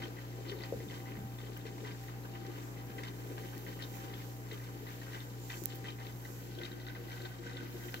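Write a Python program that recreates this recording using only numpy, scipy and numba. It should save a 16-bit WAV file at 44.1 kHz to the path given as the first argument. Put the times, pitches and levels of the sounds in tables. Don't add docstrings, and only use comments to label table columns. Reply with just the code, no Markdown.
import sys
import numpy as np
from scipy import signal
from scipy.fft import rfft, irfft
from scipy.io import wavfile
from scipy.ndimage import uniform_filter1d
from numba import njit

SR = 44100
rng = np.random.default_rng(int(sys.argv[2]) if len(sys.argv) > 2 else 0)


def dump_mix(stems):
    frames = np.atleast_2d(stems).T
    limited = np.clip(frames, -1, 1)
    pcm = np.round(limited * 32767).astype(np.int16)
    wavfile.write(sys.argv[1], SR, pcm)


def gain_from_decibels(decibels):
    exponent = np.asarray(decibels, float) / 20
    return 10 ** exponent


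N = 352800
T = np.arange(N) / SR
HZ = np.fft.rfftfreq(N, 1 / SR)

# [f/Hz, density level/dB]
AIR = [(15, -53), (25, -16), (69, -14), (122, -8), (221, -6.5), (289, -30), (598, -18), (782, -17),
       (1340, -21.5), (1900, -19.5), (3440, -27.5), (7500, -25), (9050, -34.5), (12200, -28.5),
       (15500, -30.5)]
# [f/Hz, likeness -1 to 1]
ALIKE = [(60, 0.75), (250, 1), (500, 0.37), (900, 0.0094), (2000, -0.32), (16000, 0.11)]
# [f/Hz, level/dB]
PORTS = [(100, 0), (400, 5.5), (1300, 1.5), (4000, 4.5), (7000, -1.5), (9300, 10.5), (12000, 1),
         (15000, -2)]
HUM_DB = [-58.5, -47, -62.5, -70, -61, -67.5, -67.5, -68.5, -70, -82, -74, -84, -66.5, -76]
# [f/Hz, rms level/dB]
FAN = (274.4, -61)
# [t/s, hum change level/dB, upper partials level/dB]
STANCE = [
    (0, -1, 5),
    (2, 0.5, 1),
    (4, 0, 3),
    (5.6, 0, 0),
    (6.2, -0.5, -0.5),
    (6.7, 0, -5.5),
    (8, 1.5, -11),
]
TURN_S = 6.13, 6.75
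# [t/s, peak level near 190 Hz/dB, deep part level/dB]
THUMPS = [(0.518, -60, -60), (0.757, -41, -49), (0.866, -40.5, -66), (1.174, -36, -59), (1.2, -44, -57),
          (1.22, -47, -49), (1.247, -37, -55), (1.296, -51, -66), (1.337, -48, -60), (2.899, -43, -59),
          (2.969, -53, -65), (6.137, -43, -71)]
# [t/s, hiss level/dB]
RUB = [(0, -67.5), (.62, -64.5), (1.31, -66), (2.81, -66), (3.3, -61.5), (4.19, -59.5), (4.63, -64),
       (4.94, -60.5), (5.39, -63), (5.59, -57.5), (5.72, -66), (5.9, -67), (6.33, -58), (6.68, -68),
       (7.15, -61.5), (7.55, -73), (7.71, -61), (8, -56.5)]
# [t/s, length/s, level/dB]
RUSTLE = (5.42, .27, -64.5)
# [t/s, peak level/dB, duller part level/dB, left minus right level/dB]
TICKS = [(0.6574, -48, -11, -7.5), (1.5736, -41, -26, -1), (2.0368, -46, -19, -6.0),
         (2.8564, -50, -22, -8.0), (3.579, -44, -8.5, -20), (3.6494, -47, -13, -11),
         (3.9539, -45, -15, -12.0), (4.5286, -48, -13, -3), (5.3994, -53, -9, -2), (5.637, -33, -15, -19),
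         (5.656, -16.5, -25.5, -39), (5.7488, -41, -20, -16), (5.7573, -39, -19, -17), (7.943, -43, -13, 1)]
# [t/s, steady glugging level/dB]
AIRFLOW = [(0, -43.5), (.09, -56), (.6, -51.5), (1.3, -54), (1.9, -54), (2.15, -56), (2.45, -52),
           (2.7, -55), (3.1, -52), (3.61, -50), (4.2, -54.5), (4.9, -53), (5.25, -53.5), (5.97, -54),
           (6.62, -52.5), (7.2, -50.5), (7.6, -52.5), (8, -50)]
# [t/s, length/s, level/dB]
SURGES = [(0.023, 0.068, -47.5), (0.39, 0.13, -47.5), (0.723, 0.055, -46.5), (0.89, 0.076, -51.5),
          (1.47, 0.04, -49.5), (1.64, 0.051, -52), (1.787, 0.053, -46.5), (2.327, 0.032, -51),
          (2.48, 0.039, -46), (2.866, 0.039, -54), (2.958, 0.034, -48.5), (3.3, 0.059, -47.5),
          (3.43, 0.031, -49), (3.647, 0.048, -48), (4.035, 0.052, -53), (4.51, 0.039, -49),
          (6.574, 0.045, -46.5), (6.71, 0.026, -47.5), (7.21, 0.038, -49), (7.385, 0.05, -48),
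          (7.463, 0.027, -49), (7.546, 0.1, -47.5), (7.748, 0.023, -46)]
# [t/s, peak level/dB, f/Hz, ring time/s]
GLUGS = [(0.034, -41.5, 315, 0.043), (0.385, -40, 423, 0.069), (0.519, -33.5, 415, 0.059),
         (0.724, -22, 470, 0.029), (0.735, -31.5, 490, 0.057), (0.749, -48, 312, 0.037),
         (0.804, -39, 462, 0.081), (1.653, -39, 450, 0.083), (1.782, -41, 300, 0.05),
         (2.483, -43, 315, 0.06), (3.314, -37.5, 427, 0.068), (4.036, -36, 310, 0.057),
         (5.619, -33, 350, 0.037), (5.733, -40, 360, 0.059), (6.723, -40, 292, 0.026)]
# [f/Hz, width/Hz, level/dB]
SIDE_CHAMBER = [(282.4, 15, -2.5), (310, 26.5, -0.5), (348.8, 31, -1.5), (426.3, 31, 5), (458.4, 62, -4.5)]
# [f/Hz, width/Hz, level/dB]
FRONT_CHAMBER = [(275, 29, -2), (315, 62, -0.5), (357.4, 15.4, 5), (436, 55, -6), (477.6, 10, 3)]
# [f/Hz, width/Hz, level/dB]
SIDE_MODES = [(1003, 67, 0.5), (1202, 40, 9), (1500, 41, 0), (1610, 13, 8), (1880, 84, -5.5),
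              (2050, 43, 7.5), (3070, 67, 3), (3730, 88, 10)]
# [f/Hz, width/Hz, level/dB]
FRONT_MODES = [(772, 15, 12.5), (1155, 32, 3), (1510, 50, 10.5), (1670, 37, 6), (1940, 47, 4.5),
               (2210, 120, 5.5), (3130, 80, 3), (3250, 86, -15), (3800, 150, 0)]
# [t/s, length/s, level/dB, smallest bubbles level/dB]
CLUSTERS = [(0.02, 0.027, -49.5, -56.5), (0.466, 0.04, -62, -54), (0.606, 0.034, -56, -56),
            (0.899, 0.052, -55, -57), (1.057, 0.11, -59, -71), (1.385, 0.098, -65, -63),
            (1.654, 0.026, -57.5, -62), (1.849, 0.045, -50.5, -69), (2.349, 0.014, -58, -64),
            (2.449, 0.18, -58.5, -66), (2.7711, 0.028, -60, -70), (2.983, 0.011, -51, -63),
            (3.02, 0.059, -60, -59), (3.435, 0.026, -58.5, -76), (3.666, 0.049, -54, -76),
            (3.791, 0.054, -56.5, -55.5), (3.94, .12, -57.5, -64), (4.1, 0.12, -60, -65),
            (4.512, 0.029, -51.5, -59), (4.6, 0.082, -58.5, -76), (4.8683, 0.046, -55.5, -65),
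            (5.017, 0.2, -57, -61.5), (5.4999, 0.037, -48.5, -56.5), (5.7, 0.023, -62, -55.5),
            (5.843, 0.057, -55.5, -57), (5.9868, 0.1, -57, -63), (6.6125, 0.052, -53, -56),
            (7.084, 0.18, -59.5, -63), (7.463, 0.2, -60, -66), (7.807, 0.21, -63, -70)]
# [t/s, peak level/dB, f/Hz]
POPS = [(0.187, -42, 1940), (0.521, -40, 2000), (0.6362, -38, 1990), (0.8026, -43, 1980),
        (1.0026, -45.5, 2070), (1.069, -46, 2050), (1.5663, -44.5, 1610), (2.0837, -45, 1950),
        (2.2523, -46, 1620), (3.0357, -37, 2090), (3.378, -42, 1600), (3.533, -44.5, 1670),
        (3.671, -45, 1630), (4.137, -45, 2060), (4.2023, -45, 2070), (5.1342, -44, 1930),
        (5.1523, -39, 2000), (5.8854, -42, 2400), (5.9858, -45, 1760), (6.2524, -41.5, 1940),
        (6.884, -42, 1940), (6.9518, -41.5, 1970), (7.1177, -42.5, 2260), (7.255, -40, 1510),
        (7.467, -39.5, 1520), (7.4994, -43, 1880), (7.5698, -45, 1960), (7.608, -43, 1510),
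        (7.837, -44.5, 1500), (7.885, -45, 1930)]
# [t/s, peak level/dB, f/Hz]
MORE_POPS = [(0.17, -45, 1980), (0.4534, -45.5, 2060), (0.9207, -47, 1610), (0.9524, -50, 2080),
             (1.0879, -47, 2080), (1.1548, -46.5, 1880), (1.1694, -52, 2190), (1.404, -47, 2020),
             (1.4376, -52, 1870), (1.4661, -49, 2060), (1.6664, -44, 1660), (1.7828, -45.5, 2050),
             (1.8684, -46, 1620), (1.8881, -49, 1970), (1.9044, -51, 1610), (2.0363, -51, 1870),
             (2.1415, -53, 1610), (2.3516, -46, 2070), (2.7994, -54, 1980), (2.8988, -46.5, 1620),
             (3.0494, -45, 2000), (3.0694, -44, 1610), (3.1857, -50, 1610), (3.2994, -50, 2040),
             (3.5667, -47, 1840), (3.8003, -44, 1960), (4.5294, -46, 2070), (4.6364, -50, 2050),
             (4.8844, -48, 2070), (5.12, -50, 1910), (5.854, -41, 1880), (6.0194, -50, 1920),
             (6.5839, -48, 1500), (6.6323, -43, 1950), (6.659, -50, 1970), (6.6877, -50, 1490),
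             (6.7151, -46, 1850), (6.8009, -48, 1960), (6.8344, -53, 1920), (6.8676, -45, 1960),
             (7.1671, -46, 1510), (7.2225, -48, 1500), (7.3193, -52, 1900), (7.437, -45.5, 1960),
             (7.5486, -48, 1980), (7.7707, -49, 1700)]
# [t/s, peak level/dB, f/Hz]
PINGS = [(0.038, -35.5, 3170), (0.4858, -43, 4230), (0.6208, -41, 3850), (0.636, -39.5, 4570),
         (0.8869, -44, 3520), (0.9517, -51, 2930), (1.3877, -43, 3550), (3.0345, -50, 3270),
         (3.8385, -36, 3730), (4.14, -39, 3340), (4.517, -38.5, 3730), (5.204, -40.5, 3600),
         (5.5024, -37.5, 3570), (5.656, -55, 4960), (5.885, -35.5, 3110), (6.551, -47, 3770),
         (6.588, -39, 3320), (6.635, -35.5, 3760), (6.652, -37, 3800), (6.7182, -43.5, 3800),
         (6.8169, -48, 3830), (6.867, -45, 3720), (6.8857, -41.5, 3800), (7.119, -49, 3740),
         (7.2185, -44, 4030), (7.2538, -39.5, 3650), (7.532, -45, 3900), (7.57, -37, 3480),
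         (7.9229, -47, 5100), (7.944, -47, 2950),
         (0.5681, -51, 3980), (0.9094, -44, 3130), (1.4715, -48, 3150), (1.567, -46, 2980),
               (1.6696, -46, 3630), (1.8487, -51, 3040), (1.8881, -47, 2870), (1.9194, -49, 5080),
               (2.2358, -53, 4030), (2.3381, -49, 2860), (2.354, -47, 2900), (2.5167, -52, 2670),
               (3.0764, -46, 3730), (3.8077, -49, 2900), (3.9534, -48, 2640), (4.0188, -48, 2600),
               (4.0821, -48, 2880), (4.8693, -48, 3760), (4.8894, -47, 3760), (5.0177, -50, 4050),
               (5.1512, -50, 2680), (5.7004, -49, 2880), (5.7129, -47, 3830), (5.9044, -41, 3880),
               (6.0691, -43, 3720), (6.2512, -47, 3760), (6.8, -50, 3720), (7.1003, -54, 3780),
               (7.1676, -54, 3740), (7.3851, -54, 3770), (7.4689, -49, 3040), (7.4999, -52, 3840),
               (7.7677, -49, 3710), (7.8835, -49, 2980), (7.965, -46.5, 3940)]
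# [t/s, peak level/dB]
SPLATS = [
    (3.034, -47),
    (3.318, -50),
    (3.379, -45),
    (5.72, -50),
    (7.9404, -34.5),
]

AIR_DB = -55
MAINS_HZ = 60.02
LOW_HZ, TOP_HZ = 48, 15790
SHARP_DB, SHARP_TOP_HZ = -38, 17300
SCUFF_S, SCUFF_DB, SCUFF_TOP_DB = 0.013, -18, -61
DULL_DB, DULL_SLOPE = -66, 2.2
RUSTLE_HZ, RUSTLE_WIDTH_HZ = 7050, 750
SURGE_RISE_DB_PER_S, SURGE_FALL_DB_PER_S = 400, 193
RISE_DB_PER_S, FALL_DB_PER_S = 1500, 300
STROKE_DB, STROKE_S = 0.5, 0.0034
TRICKLE_DB, MIST_DB = -13.5, -16.5
SPRAY_S, SPRAY_DB, SPRAY_SMALL_DB = 0.009, -14, -23.5
LATE_SHARE = 0.56
LEAD_DB, LEAD_HZ = 12.5, 1980
CRACK_DB = -9.5
CRACKLE_DB = -12
TUBE_LAG = 21


def on_log(table, hz=HZ):
    f, v = np.transpose(table)
    return np.interp(np.log(hz + 1), np.log(f), v)


def columns(table, s=T):
    t, *rest = np.transpose(table)
    return [np.interp(s, t, c) for c in rest]


def unit(x):
    return x / np.sqrt(np.mean(x ** 2))


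def filt(x, gain):
    return irfft(rfft(x) * gain, N)


def band(hz, width):
    return 1 / (1 + 1j * (HZ ** 2 - hz ** 2) / (HZ * width + 1e-9))


def body(modes):
    return sum((-1) ** k * gain_from_decibels(db) * band(f, w) for k, (f, w, db) in enumerate(modes))


def walk(rate):
    hold = int(SR / rate)
    steps = np.repeat(rng.standard_normal(N // hold + 1), hold)
    return 1.89 * uniform_filter1d(uniform_filter1d(steps, hold), hold)[:N]


def swells(s, length, db, under_db, rise_db, fall_db):
    t = T[::64, None]
    each_db = db - rise_db * np.maximum(s - t, 0) - fall_db * np.maximum(t - s - length, 0)
    events = np.sqrt(np.sum(gain_from_decibels(2 * each_db), 1))
    return 20 * np.log10(np.hypot(np.interp(T, t[:, 0], events), gain_from_decibels(under_db)))


@njit
def ring(n, start, step, fade, glide, size, onset):
    y = np.zeros(n)
    for k in range(len(start)):
        a, w, ph, i, shut = size[k], step[k], 0., start[k], 1.
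        while a > .004 * size[k] and i < n:
            y[i] += a * (1 - shut) * np.sin(ph)
            ph += w
            w *= glide[k]
            a *= fade[k]
            i += 1
            shut *= onset[k]
    return y


def bubbles(s, hz, t60, db, rise=0.39, swell=0.26):
    n = np.maximum(t60 * SR + 0 * s, 8)
    step = hz / SR + 0 * s
    start = (s * SR).astype(np.int64)
    fade, glide = 1000 ** (-1 / n), (1 + rise) ** (1 / n)
    return ring(N, start, 2 * np.pi * step, fade, glide, gain_from_decibels(db), np.exp(-step / swell))


def air():
    alike = np.clip(on_log(ALIKE), -.99, .99)
    noise = rfft(rng.standard_normal((2, N)))
    mid, side = noise * gain_from_decibels(on_log(AIR)) * np.sqrt([1 + alike, 1 - alike])
    pair = np.array([mid + side, mid - side]) * gain_from_decibels(np.outer([.5, -.5], on_log(PORTS)))
    out, half_octave = 0, 2 * np.log2(HZ / 30 + 1e-9)
    for k in range(0, 20, 2):
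        share = np.cos(np.pi / 4 * np.clip(half_octave - k, -2, 2)) ** 2
        out = out + irfft(pair * share, N) * gain_from_decibels(1.2 * walk(8) + .2 * walk(1.2))
    return unit(out) * gain_from_decibels(AIR_DB)


def pump():
    all_db, upper_db = columns(STANCE)
    left_right = np.array([[.5], [-.5]])
    partials = [(MAINS_HZ * (k + 1), db) for k, db in enumerate(HUM_DB)] + [FAN]
    out = 0
    for hz, db in partials:
        phase = 2 * np.pi * (hz * T + rng.random()) + left_right * (0.45 + 0.8 * (hz / 800) ** 3)
        tilt = on_log(PORTS, hz) * left_right
        waver = hz / 800 * (upper_db + 2.33 * walk(14)) + 0.39 * walk(9)
        out = out + gain_from_decibels(db + tilt + all_db + waver) * np.sqrt(2) * np.sin(phase)
    return out


def ticks(rows):
    s, db, dull_db, pan_db = np.transpose(rows)
    x = bubbles(s + 0.0014, 13800, 0.0006, db + 22.5, rise=0, swell=1.4)
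    x += bubbles(s + 0.00085, 7000, 0.00074, db + dull_db + 26.5, rise=0, swell=0.16)
    return x * np.array([gain_from_decibels(np.interp(T, s + .002, pan_db)), np.ones(N)])


def hand():
    s, db, deep_db = np.transpose(THUMPS)
    knocks = bubbles(s, 207, 0.084, db, rise=-0.25, swell=0.24)
    knocks += bubbles(s, 138, 0.12, db - 0.5, rise=-0.092)
    knocks += bubbles(s, 87.7, 0.27, deep_db, rise=0, swell=0.22)

    rub_db = columns(RUB)[0]
    dull_db = DULL_DB + DULL_SLOPE * (rub_db + 61.5)
    s, db = np.transpose([row[:2] for row in TICKS if row[1] < SHARP_DB])
    scuff_db = np.minimum(db + SCUFF_DB, SCUFF_TOP_DB)
    bright_db = swells(s, SCUFF_S, scuff_db, rub_db, 900, 400)
    rustle_db = swells(*RUSTLE, -120, 200, 200) + 3.9 * walk(40)
    grip_db = .9 * walk(12)

    noise = rng.standard_normal((2, 2, N))
    bright = unit(filt(noise[0], band(13500, 6800) ** 2))
    bright *= gain_from_decibels(bright_db + grip_db + np.array([[-9], [4]]))
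    dull = unit(filt(noise[1], band(6640, 4100) ** 2))
    dull *= gain_from_decibels(dull_db + 2.3 * grip_db + np.array([[-6], [1]]))
    rustle = unit(filt(noise[1, ::-1], band(RUSTLE_HZ, RUSTLE_WIDTH_HZ) ** 2))
    rustle *= gain_from_decibels(rustle_db + np.array([[-7], [0]]))
    return knocks + bright + dull + rustle


def patter(count, lo_hz, hi_hz, cycles, scatter_db):
    when, pitch, size = rng.random((count, 3)).T
    hz = lo_hz * (hi_hz / lo_hz) ** pitch
    x = bubbles(when * T[-1], hz, cycles / hz, -scatter_db * np.log(1 - size))
    return x / np.sqrt(uniform_filter1d(x ** 2, SR // 8))


def swarm(count, lo_hz, hi_hz, cycles, scatter_db, level_db, apart_db=-4):
    both, left, right = [patter(count, lo_hz, hi_hz, cycles, scatter_db) for _ in range(3)]
    return (both + gain_from_decibels(apart_db) * np.array([left, right])) * gain_from_decibels(level_db)


def turning(x, side_modes, front_modes):
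    front = np.interp(T, TURN_S, [0, 1])
    return (1 - front) * filt(x, body(side_modes)) + front * filt(x, body(front_modes))


def ports(x, lag, wet_db, tail_s):
    t = T[:SR // 3]
    tails = rng.standard_normal((2, len(t))) * 1000 ** (-t / tail_s) * (t > .002)
    tails *= gain_from_decibels(wet_db) / np.sqrt(np.sum(tails ** 2, axis=1, keepdims=True))
    tails[0, 0], tails[1, lag] = 1, 1
    heard = signal.fftconvolve(x, tails, axes=1)[:, :N]
    return filt(heard, gain_from_decibels(np.outer([.5, -.5], on_log(PORTS))))


def glugging():
    steady_db = columns(AIRFLOW)[0] + 1.73 * walk(20)
    level_db = swells(*np.transpose(SURGES), steady_db, SURGE_RISE_DB_PER_S, SURGE_FALL_DB_PER_S)
    x = swarm(count=1400, lo_hz=244.0, hi_hz=492, cycles=7.3, scatter_db=2.0, level_db=level_db - 6.0)
    hood = turning(x, SIDE_CHAMBER, FRONT_CHAMBER)
    s, db, hz, t60 = np.transpose(GLUGS)
    glugs = bubbles(s, hz, t60, db, rise=-0.11, swell=0.37)
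    return gain_from_decibels(-3.0) * x + gain_from_decibels(4.5) * hood + glugs


def foam():
    s, length, db, small_db = np.transpose(CLUSTERS)
    lone_s, lone_db, _ = np.transpose(POPS + MORE_POPS)
    flow_db = columns(AIRFLOW)[0]
    stroke_db = STROKE_DB * np.cos(2 * np.pi * MAINS_HZ * (T - STROKE_S))

    trickle_db = flow_db + TRICKLE_DB + 0.91 * walk(14)
    main_db = swells(s, length, db, trickle_db, RISE_DB_PER_S, FALL_DB_PER_S)
    main_db = swells(lone_s, SPRAY_S, lone_db + SPRAY_DB, main_db, RISE_DB_PER_S, FALL_DB_PER_S)
    main_db = main_db + stroke_db

    mist_db = flow_db + MIST_DB + 1.6 * walk(15)
    fizz_db = swells(s + LATE_SHARE * length, (1 - LATE_SHARE) * length, small_db, mist_db, 340, 340)
    fizz_db = swells(lone_s, SPRAY_S, lone_db + SPRAY_SMALL_DB, fizz_db, RISE_DB_PER_S, FALL_DB_PER_S)
    fizz_db = fizz_db + 0.46 * stroke_db

    low_db = 0.43 * main_db - 41.5
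    crackle_db = main_db + stroke_db + CRACKLE_DB
    x = swarm(count=1500, lo_hz=1430, hi_hz=2550, cycles=7.9, scatter_db=2.5, level_db=main_db - 8.0)
    x += swarm(count=2400, lo_hz=2480, hi_hz=5550, cycles=6.6, scatter_db=3.0, level_db=fizz_db - 4.0)
    x += swarm(count=1600, lo_hz=810, hi_hz=1400, cycles=7.4, scatter_db=3.5, level_db=low_db)
    x += swarm(count=1200, lo_hz=1720, hi_hz=5200, cycles=2.7, scatter_db=3.5, level_db=crackle_db)
    return x


def single_bursts():
    s, _, db, _ = np.transpose(CLUSTERS)
    lone_s, lone_db, lone_hz = np.transpose(POPS + MORE_POPS)
    lead_hz = LEAD_HZ * (1 + 0.028 * rng.standard_normal(len(s)))
    pops = bubbles(s, lead_hz, 0.023, db + LEAD_DB, rise=0.045, swell=0.59)
    pops += bubbles(lone_s, lone_hz, .014, lone_db + 3, rise=.06, swell=.6)

    all_s = np.r_[s, lone_s]
    all_hz = np.r_[LEAD_HZ + 0 * s, lone_hz]
    all_db = np.r_[db + LEAD_DB, lone_db]
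    for ratio in (.7, 1.3, 1.8):
        pops += bubbles(all_s, ratio * all_hz, 0.0041, all_db + CRACK_DB, swell=0.088)

    s, db, hz = np.transpose(PINGS)
    pops += bubbles(s, hz, 0.01, db + 2.5, rise=0.037, swell=0.51)

    s, db = np.transpose(SPLATS)
    for hz, rel_db in [(800, -13), (1600, 9), (2500, 10.5), (3600, 2), (5000, -13)]:
        pops += bubbles(s + 0.0022, hz, 5 / hz, db + rel_db, swell=0.081)
    return pops


def bursting():
    x, pops = foam(), single_bursts()
    tube = turning(x + gain_from_decibels(-12.0) * pops, SIDE_MODES, FRONT_MODES)
    return gain_from_decibels(2.5) * x + pops + gain_from_decibels(2.0) * tube


def scene():
    water = ports(bursting(), lag=TUBE_LAG, wet_db=-4.5, tail_s=0.05)
    water += ports(glugging(), lag=2, wet_db=-7, tail_s=0.09)
    faint = ticks([row for row in TICKS if row[1] < SHARP_DB])
    sharp = ticks([row for row in TICKS if row[1] >= SHARP_DB])
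    steady = filt(air() + pump() + hand() + faint + water, HZ < TOP_HZ)
    return steady + filt(sharp, np.clip((SHARP_TOP_HZ - HZ) / 1500, 0, 1) ** 2)


def top_cut(x):
    return signal.sosfilt(signal.butter(12, 17090, fs=SR, output="sos"), x)


def record(dry):
    bass_cut = 1 / np.sqrt(1 + (LOW_HZ / (HZ + 1)) ** 6)
    port_dip = 1 - 0.59 * band(9260, 2050)
    return top_cut(filt(dry, bass_cut * port_dip))


dry = scene()
out = record(dry)
dump_mix(out)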